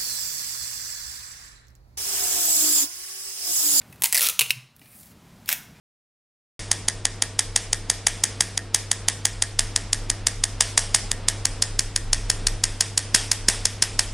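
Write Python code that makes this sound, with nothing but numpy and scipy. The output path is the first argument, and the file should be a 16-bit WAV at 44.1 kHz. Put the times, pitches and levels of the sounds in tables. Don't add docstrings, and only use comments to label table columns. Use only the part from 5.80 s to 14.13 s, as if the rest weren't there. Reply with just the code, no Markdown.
import sys
import numpy as np
from scipy import signal
from scipy.fft import rfft, irfft, next_fast_len
from scipy.io import wavfile
from scipy.ndimage import map_coordinates

SR = 44100
rng = np.random.default_rng(int(sys.argv[2]) if len(sys.argv) > 2 else 0)


def elevation(decibels):
    levels = np.asarray(decibels, float)
    return 10 ** (levels / 20)


def file_out(sig):
    cols = np.atleast_2d(sig).T
    lim = np.clip(cols, -1, 1)
    pcm = np.round(lim * 32767).astype(np.int16)
    wavfile.write(sys.argv[1], SR, pcm)


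N = 367353

# time in seconds, level in dB.
HUM = [
    (0.82, -39),
    (0.99, -39),
    (2.26, -40.5),
    (2.6, -38.5),
    (5.67, -36),
    (5.99, -37.5),
    (6.3, -36.5),
    (7.58, -37),
    (8.33, -38),
]
# time in seconds, level in dB.
SHAFT = [(0.82, -40), (0.86, -45), (2.37, -37.5), (2.41, -51), (3.33, -45), (3.41, -64), (3.5, -35.5),
         (5.36, -37.5), (5.42, -39), (6.36, -30.5), (6.93, -32), (7.05, -51), (7.24, -37), (8.33, -34.5)]
# frequency in Hz, level in dB per Hz.
FAN = [(40, 8), (80, -6.5), (200, -2.5), (500, -8), (1000, -13), (2000, -16), (5000, -22), (10000, -59)]
# frequency in Hz, level in dB.
WHINE = [(452.3, -53.5), (338, -63), (483, -57.5)]

# frequency in Hz, time to fall 60 dB in seconds.
ROOM_T60 = [(500, 0.78), (2000, 0.54), (5000, 0.55), (9000, 0.52), (12000, 0.31)]
# frequency in Hz, level in dB.
ROOM_TONE = [(200, -20), (700, -2), (1300, -8), (1900, 2), (2700, -2.5), (3500, 2), (4100, -5), (4700, 0.5),
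             (5300, 3), (6000, 0), (7000, -1.5), (9500, 0.5), (11000, -11)]
# frequency in Hz, level in dB.
EARLY = [(500, 13), (3000, 13.5), (4500, 11.5), (10000, 19.5)]
# frequency in Hz, share from 0 to 1.
SAME_PATH = [(500, 0.8), (3500, 0.6), (5000, 0), (10000, 0.37)]
# delay in milliseconds, level in dB.
WALLS = [(6.3, -38), (12.2, -24.5), (14, -12), (18, -36), (21.5, -23), (26.5, -38), (28, -60), (32, -31)]

# frequency in Hz, level in dB, time to fall 60 dB in seconds.
HANDPIECE = [(1837, -2.5, 0.19), (1820, 1.5, 0.053), (1690, 2, 0.07), (1675, -10.5, 0.032), (1947, 5, 0.11),
             (673, -11.5, 1)]
# delay in milliseconds, level in dB.
TICK_PATHS = [(3.5, -7), (8, -6), (14.5, 0), (21, -15), (28, -16)]
TICK_BY_AIM = [-40, -42, -44]

# frequency in Hz, width in Hz, level in dB.
SNAP = [(4270, 570, -22.5), (5100, 370, 9), (7000, 630, 5), (8340, 1500, -2), (9840, 3900, -1.5),
        (3300, 590, 0.5)]
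# frequency in Hz, width in Hz, level in dB.
AIM_NEAR = [(930, 334, -8), (2036, 266, -1), (2770, 280, -16.5), (3203, 190, 8), (3780, 215, -3.5),
            (4320, 580, -10.5), (4700, 223, 3.5), (5350, 480, 0.5), (6000, 290, 1), (6470, 480, 6.5),
            (7050, 510, -0.5), (7380, 300, 0.5), (7830, 155, -2), (8200, 170, -5), (8370, 480, 5.5),
            (9250, 160, -1), (9400, 120, -1), (9730, 1330, -1.5), (9580, 290, -1)]
# frequency in Hz, width in Hz, level in dB.
AIM_SIDE = [(1026, 190, -3.5), (1984, 240, -3.5), (2500, 1160, -14.5), (3200, 230, 0), (3730, 320, -6),
            (4370, 240, -1.5), (4840, 270, -1.9), (5190, 330, 0.5), (5860, 270, 0), (6510, 170, 3.5),
            (7045, 175, 3), (7530, 210, 2.5), (7480, 210, -7), (8350, 410, 3.5), (9400, 280, -17),
            (9340, 330, 2), (9700, 180, 0), (9600, 210, -16), (10200, 250, -13), (10900, 250, -31)]
# frequency in Hz, width in Hz, level in dB.
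AIM_LOW = [(994, 257, -6.5), (1844, 330, -5.5), (2140, 160, -34), (2540, 158, -4), (3240, 410, -5.5),
           (4110, 330, -2), (4405, 320, 2), (4880, 1400, -7.5), (5320, 320, 7.5), (6270, 340, -2),
           (6380, 350, -12), (6690, 1100, 0.5), (7840, 1450, -1), (9430, 140, -2), (9310, 110, -18),
           (9390, 310, 3), (10190, 500, -2.5), (11240, 140, -33), (11400, 150, -43)]
# delay in milliseconds, directness from 0 to 1.
BOUNCES = [(0.361, 0.53), (0.952, 0.72)]
# strength in dB, burst length in milliseconds, body against snap in dB.
INK_NEAR = [(-31, 1.5, -13), (-34, 1.9, -8.5), (-37, 1.5, -7.5), (-37, 0.95, -7.5), (-37.5, 1.05, -8.5),
            (-34.5, 3.3, -7.5), (-32.5, 2.1, -8), (-38, 1.4, -8), (-34.5, 1.6, -7), (-31, 2.7, -3.5),
            (-33.5, 2.7, -9.5), (-32.5, 2.1, -7), (-45.5, 1.1, -8), (-32, 1.6, -9), (-36, 1.5, -7.5),
            (-34, 1.1, -9.5), (-33.5, 1.1, -8.5), (-37, 1.6, -9)]
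# strength in dB, burst length in milliseconds, body against snap in dB.
INK_SIDE = [(-32.5, 1.6, -11.5), (-36.5, 1.15, -11.5), (-36.5, 1.55, -13), (-39.5, 1.8, -11.5),
            (-34, 1.8, -10.5), (-36, 2, -11.5), (-29, 1.2, -8), (-28, 2.6, -5), (-29, 3.9, -6.5),
            (-43, .85, -12), (-34, 1.2, -12)]
# strength in dB, burst length in milliseconds, body against snap in dB.
INK_LOW = [(-35.5, 1.3, -11.5), (-34.5, 2.2, -14.5), (-35, 1.7, -11), (-38.5, 1, -12), (-33.5, 1.9, -10),
           (-34, 1.9, -9.5), (-35.5, 2.3, -11.5), (-33, 1.8, -11.5), (-32.5, 2.6, -9.5), (-33.5, 2, -12.5),
           (-24.5, 3.4, -5.5), (-33, 2.3, -10), (-26.5, 2.4, -6), (-33.5, 2.4, -10), (-30.5, 2.8, -9),
           (-31.5, 1.7, -7.5)]
# time in seconds, level in dB.
BIG_THUMPS = [
    (5.99, -21),
    (7.35, -15),
    (7.69, -12.5),
    (8.02, -21),
]
# frequency in Hz, level in dB.
MICROPHONE = [(20, -0.5), (10250, -0.5), (10500, 0), (11300, -1.5), (12000, -7), (12900, -36), (13300, -80)]

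SHOTS = INK_NEAR + INK_SIDE + INK_LOW
STRENGTH_DB, BURST_MS, BODY_DB = np.transpose(SHOTS)
FIRST_S, PERIOD_S = .7458, .169255
START_S = .7932
TAIL = SR * 3 // 5
HUM_HZ = 100.09
FAN_DB, FAN_FOLLOWS = -41.5, 0.65
USUAL_DB = -34
CRACK_DB, CRACK_GROWS = -8.5, 0.43
THUMP_DB = -30
BODY_HZ, BODY_S = 4000, .0021
BLOCK_S, BLOCK_PHASE, GUARD = 1024 / 24000, .4, .6
WIDE_BELOW_DB, EASE_DB_PER_S, WHIM_DB = -35.8, 40, 3.5


def unit(x):
    return x / np.sqrt(np.mean(x ** 2, axis=-1, keepdims=True) + 1e-20)


def along(points, hz):
    f, v = np.transpose(points)
    return np.interp(np.log(hz + 1), np.log(f + 1), v)


def wobble(rate):
    knots = rng.standard_normal(int(N * rate / SR) + 4)
    return map_coordinates(knots, [np.arange(N) * rate / SR])


def filtered(x, response):
    m = next_fast_len(x.shape[-1] + 8192)
    return irfft(rfft(x, m) * response(np.fft.rfftfreq(m, 1 / SR)), m)[..., :x.shape[-1]]


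def resonances(modes):
    def response(f):
        total = 0
        for k, (hz, width, db) in enumerate(modes):
            damping = 1j * f * width
            total = total + (-1) ** k * elevation(db) * damping / (hz * hz - f * f + damping)
        return total
    return response


def causal(gain):
    cepstrum = irfft(np.log(gain + 1e-4))
    half = cepstrum.shape[-1] // 2
    fold = np.r_[1, np.full(half - 1, 2), 1, np.zeros(half - 1)]
    return np.exp(rfft(cepstrum * fold))


def echoed(x, paths):
    return filtered(x, lambda f: sum(elevation(db) * np.exp(-2j * np.pi * f * ms / 1000) for ms, db in paths))


def times():
    return FIRST_S + PERIOD_S * np.arange(len(SHOTS))


def aims():
    return np.repeat(np.arange(3), [len(INK_NEAR), len(INK_SIDE), len(INK_LOW)])


def near_db():
    return CRACK_DB + CRACK_GROWS * (STRENGTH_DB - USUAL_DB)


def placed(rows, lead=0):
    out = np.zeros(N + rows.shape[1])
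    for s, row in zip(times(), rows):
        out[round(s * SR) - lead:][:len(row)] += row
    return out[:N]


def supply():
    t = np.arange(N) / SR
    rumble_db = np.interp(t, *np.transpose(SHAFT))
    load_db = np.interp(t, *np.transpose(HUM))
    hum = elevation(load_db + 3.5 + 0.76 * wobble(13)) * np.sin(2 * np.pi * HUM_HZ * t + 0.21 * wobble(11))
    drone = np.sin(2 * np.pi * 29 * t + 0.94 * wobble(7.9))
    shake = resonances([(29, 16, 0)])
    rumble = unit(filtered(rng.standard_normal(N), lambda f: shake(f) ** 2))
    fan = unit(filtered(rng.standard_normal(N), lambda f: elevation(along(FAN, f)) * (f > 35)))
    fan_db = FAN_DB + FAN_FOLLOWS * (load_db - load_db.mean()) + 0.96 * wobble(6.3)
    whine = np.zeros(N)
    for hz, db in WHINE:
        whine += elevation(db + 1.2 * wobble(3.87)) * np.sin(2 * np.pi * hz * t + 1.44 * wobble(7))
    return hum + elevation(rumble_db) * (drone + 0.8 * rumble) + elevation(fan_db) * fan + whine


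def tails():
    noise = rng.standard_normal((len(SHOTS) + 3, TAIL))
    hz, t, z = signal.stft(noise, SR, nperseg=128)
    same = np.clip(along(SAME_PATH, hz), 0, 1)[:, None]
    z = np.sqrt(same) * z[aims()] + np.sqrt(1 - same) * z[-len(SHOTS):]
    slow = elevation(-60 * t / along(ROOM_T60, hz)[:, None])
    early = elevation(along(EARLY, hz)[:, None] - 60 * t / 0.025)
    tone = elevation(along(ROOM_TONE, hz))[:, None]
    tail = signal.istft(z * (slow + early) * tone, SR, nperseg=128)[1][:, :TAIL]
    build_up = 1 - np.exp(-(np.arange(TAIL) / SR / .003) ** 2)
    return placed(elevation(STRENGTH_DB[:, None] + 6) * tail * build_up)


def patchy(x, depth_db, top_db, holes):
    hz, _, z = signal.stft(x, SR, nperseg=256)
    field = rng.standard_normal((2, 33, z.shape[1] // 16 + 1))
    field = field.repeat(4, 1).repeat(16, 2)[:, :len(hz), :z.shape[1]]
    depth = np.where(hz > 10500, top_db, depth_db)[:, None]
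    gain = elevation(depth * np.minimum(field[0], .6)) * (field[1] > holes)
    return signal.istft(z * gain, SR, nperseg=256)[1][:N]


def widening():
    centre = (np.arange(int(N / SR / BLOCK_S) + 1) + BLOCK_PHASE) * BLOCK_S
    last = np.clip((centre - FIRST_S) // PERIOD_S, 0, len(SHOTS) - 1).astype(int)
    age = centre - times()[last]
    tail_db = STRENGTH_DB[last] - EASE_DB_PER_S * age + WHIM_DB * rng.standard_normal(len(age))
    clear = np.minimum(age, PERIOD_S - age) > GUARD * BLOCK_S
    wide = (tail_db < WIDE_BELOW_DB) & clear
    return np.clip(1.9 * np.interp(np.arange(N) / SR, centre, wide) - .1, 0, 1)


def handpiece():
    t = np.arange(TAIL) / SR
    chance = rng.standard_normal((len(SHOTS), len(HANDPIECE)))
    ring = np.zeros((len(SHOTS), TAIL))
    for k, (hz, db, t60) in enumerate(HANDPIECE):
        ring += elevation(db + 0.82 * chance[:, [k]] - 60 * t / t60) * np.sin(2 * np.pi * hz * t)
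    shade = elevation(np.take(TICK_BY_AIM, aims()))[:, None]
    return echoed(placed(shade * ring), TICK_PATHS)


def lead_ins():
    ahead = np.arange(512)[::-1] / SR
    shape = elevation(-17 * (ahead > .0029) - 60 * ahead / 0.044)
    hiss = unit(filtered(rng.standard_normal((len(SHOTS), len(ahead))), resonances(SNAP)))
    return placed(elevation(near_db()[:, None] - 10.5) * shape * hiss, lead=len(ahead))


def gap_response(f):
    modes = [np.transpose(a)[:, :, None] for a in (AIM_NEAR, AIM_SIDE, AIM_LOW)]
    chance = rng.standard_normal((len(SHOTS), 2, 24, 1))
    gains = []
    for k, aim in enumerate(aims()):
        hz, width, db = modes[aim]
        scatter_db, drift = chance[k, :, :len(hz)]
        level = elevation(db + scatter_db + (hz < 2500) * (BODY_DB[k] + 13.0))
        detune = (f - hz * (1 + .003 * drift)) / (.9 * width)
        peaks = level / (1 + detune ** 2) ** 1.5
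        gains.append(np.sqrt(np.sum(peaks ** 2, axis=0)))
    response = causal(np.array(gains))
    for delay_ms, direct in BOUNCES:
        late = np.exp(-2j * np.pi * f * delay_ms / 1000)
        response = response * (direct - late) / (1 - min(direct, .9) * late)
    return response


def thumps(t):
    thump_db = np.full(len(SHOTS), float(THUMP_DB))
    for s, db in BIG_THUMPS:
        thump_db[round((s - FIRST_S) / PERIOD_S)] = db
    u = t / 0.00035
    return elevation(thump_db[:, None] + 14.5) * (1 - 0.73 * u) * u * np.exp(-u)


def cracks():
    t = np.arange(2048) / SR
    f = np.fft.rfftfreq(len(t), 1 / SR)
    response = gap_response(f)
    fade = np.exp(-(t / (BURST_MS[:, None] * 0.0022)) ** 3)
    spatter = filtered(rng.standard_normal((len(SHOTS), len(t))) * fade ** 2, resonances(SNAP))
    low = 1 / (1 + (f / BODY_HZ) ** 6)
    snap = irfft(response * (1 - low)) * fade
    body = irfft(response * low) * np.exp(-(t / BODY_S) ** 3)
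    ring = snap + elevation(2.5) * body
    crack = unit(unit(ring) + elevation(-14) * unit(spatter))
    near = elevation(near_db()[:, None] - 11.5) * crack + thumps(t)
    return near, elevation(STRENGTH_DB[:, None] + 8.5) * crack


def scene():
    near, free = cracks()
    room = patchy(tails(), depth_db=2.0, top_db=10.5, holes=-9)
    mid = placed(near) + lead_ins() + echoed(placed(free), WALLS) + handpiece() + room + supply()
    treble = filtered(tails(), lambda f: (f > 3800) * (f < 12800))
    side = patchy(treble, depth_db=1.5, top_db=10, holes=-1.1)
    return mid + elevation(-2.5) * widening() * np.array([side, -side])


def top_cut(x):
    return signal.sosfilt(signal.butter(12, 13100, fs=SR, output="sos"), x)


def record(dry):
    top = 1.8
    x = dry / (1 + np.abs(dry / top) ** 3) ** (1 / 3)
    x = filtered(x, lambda f: elevation(along(MICROPHONE, f)))
    x = np.clip(x, -1, 1) * (np.arange(N) > START_S * SR)
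    return top_cut(x)


dry = scene()
out = record(dry)
file_out(out)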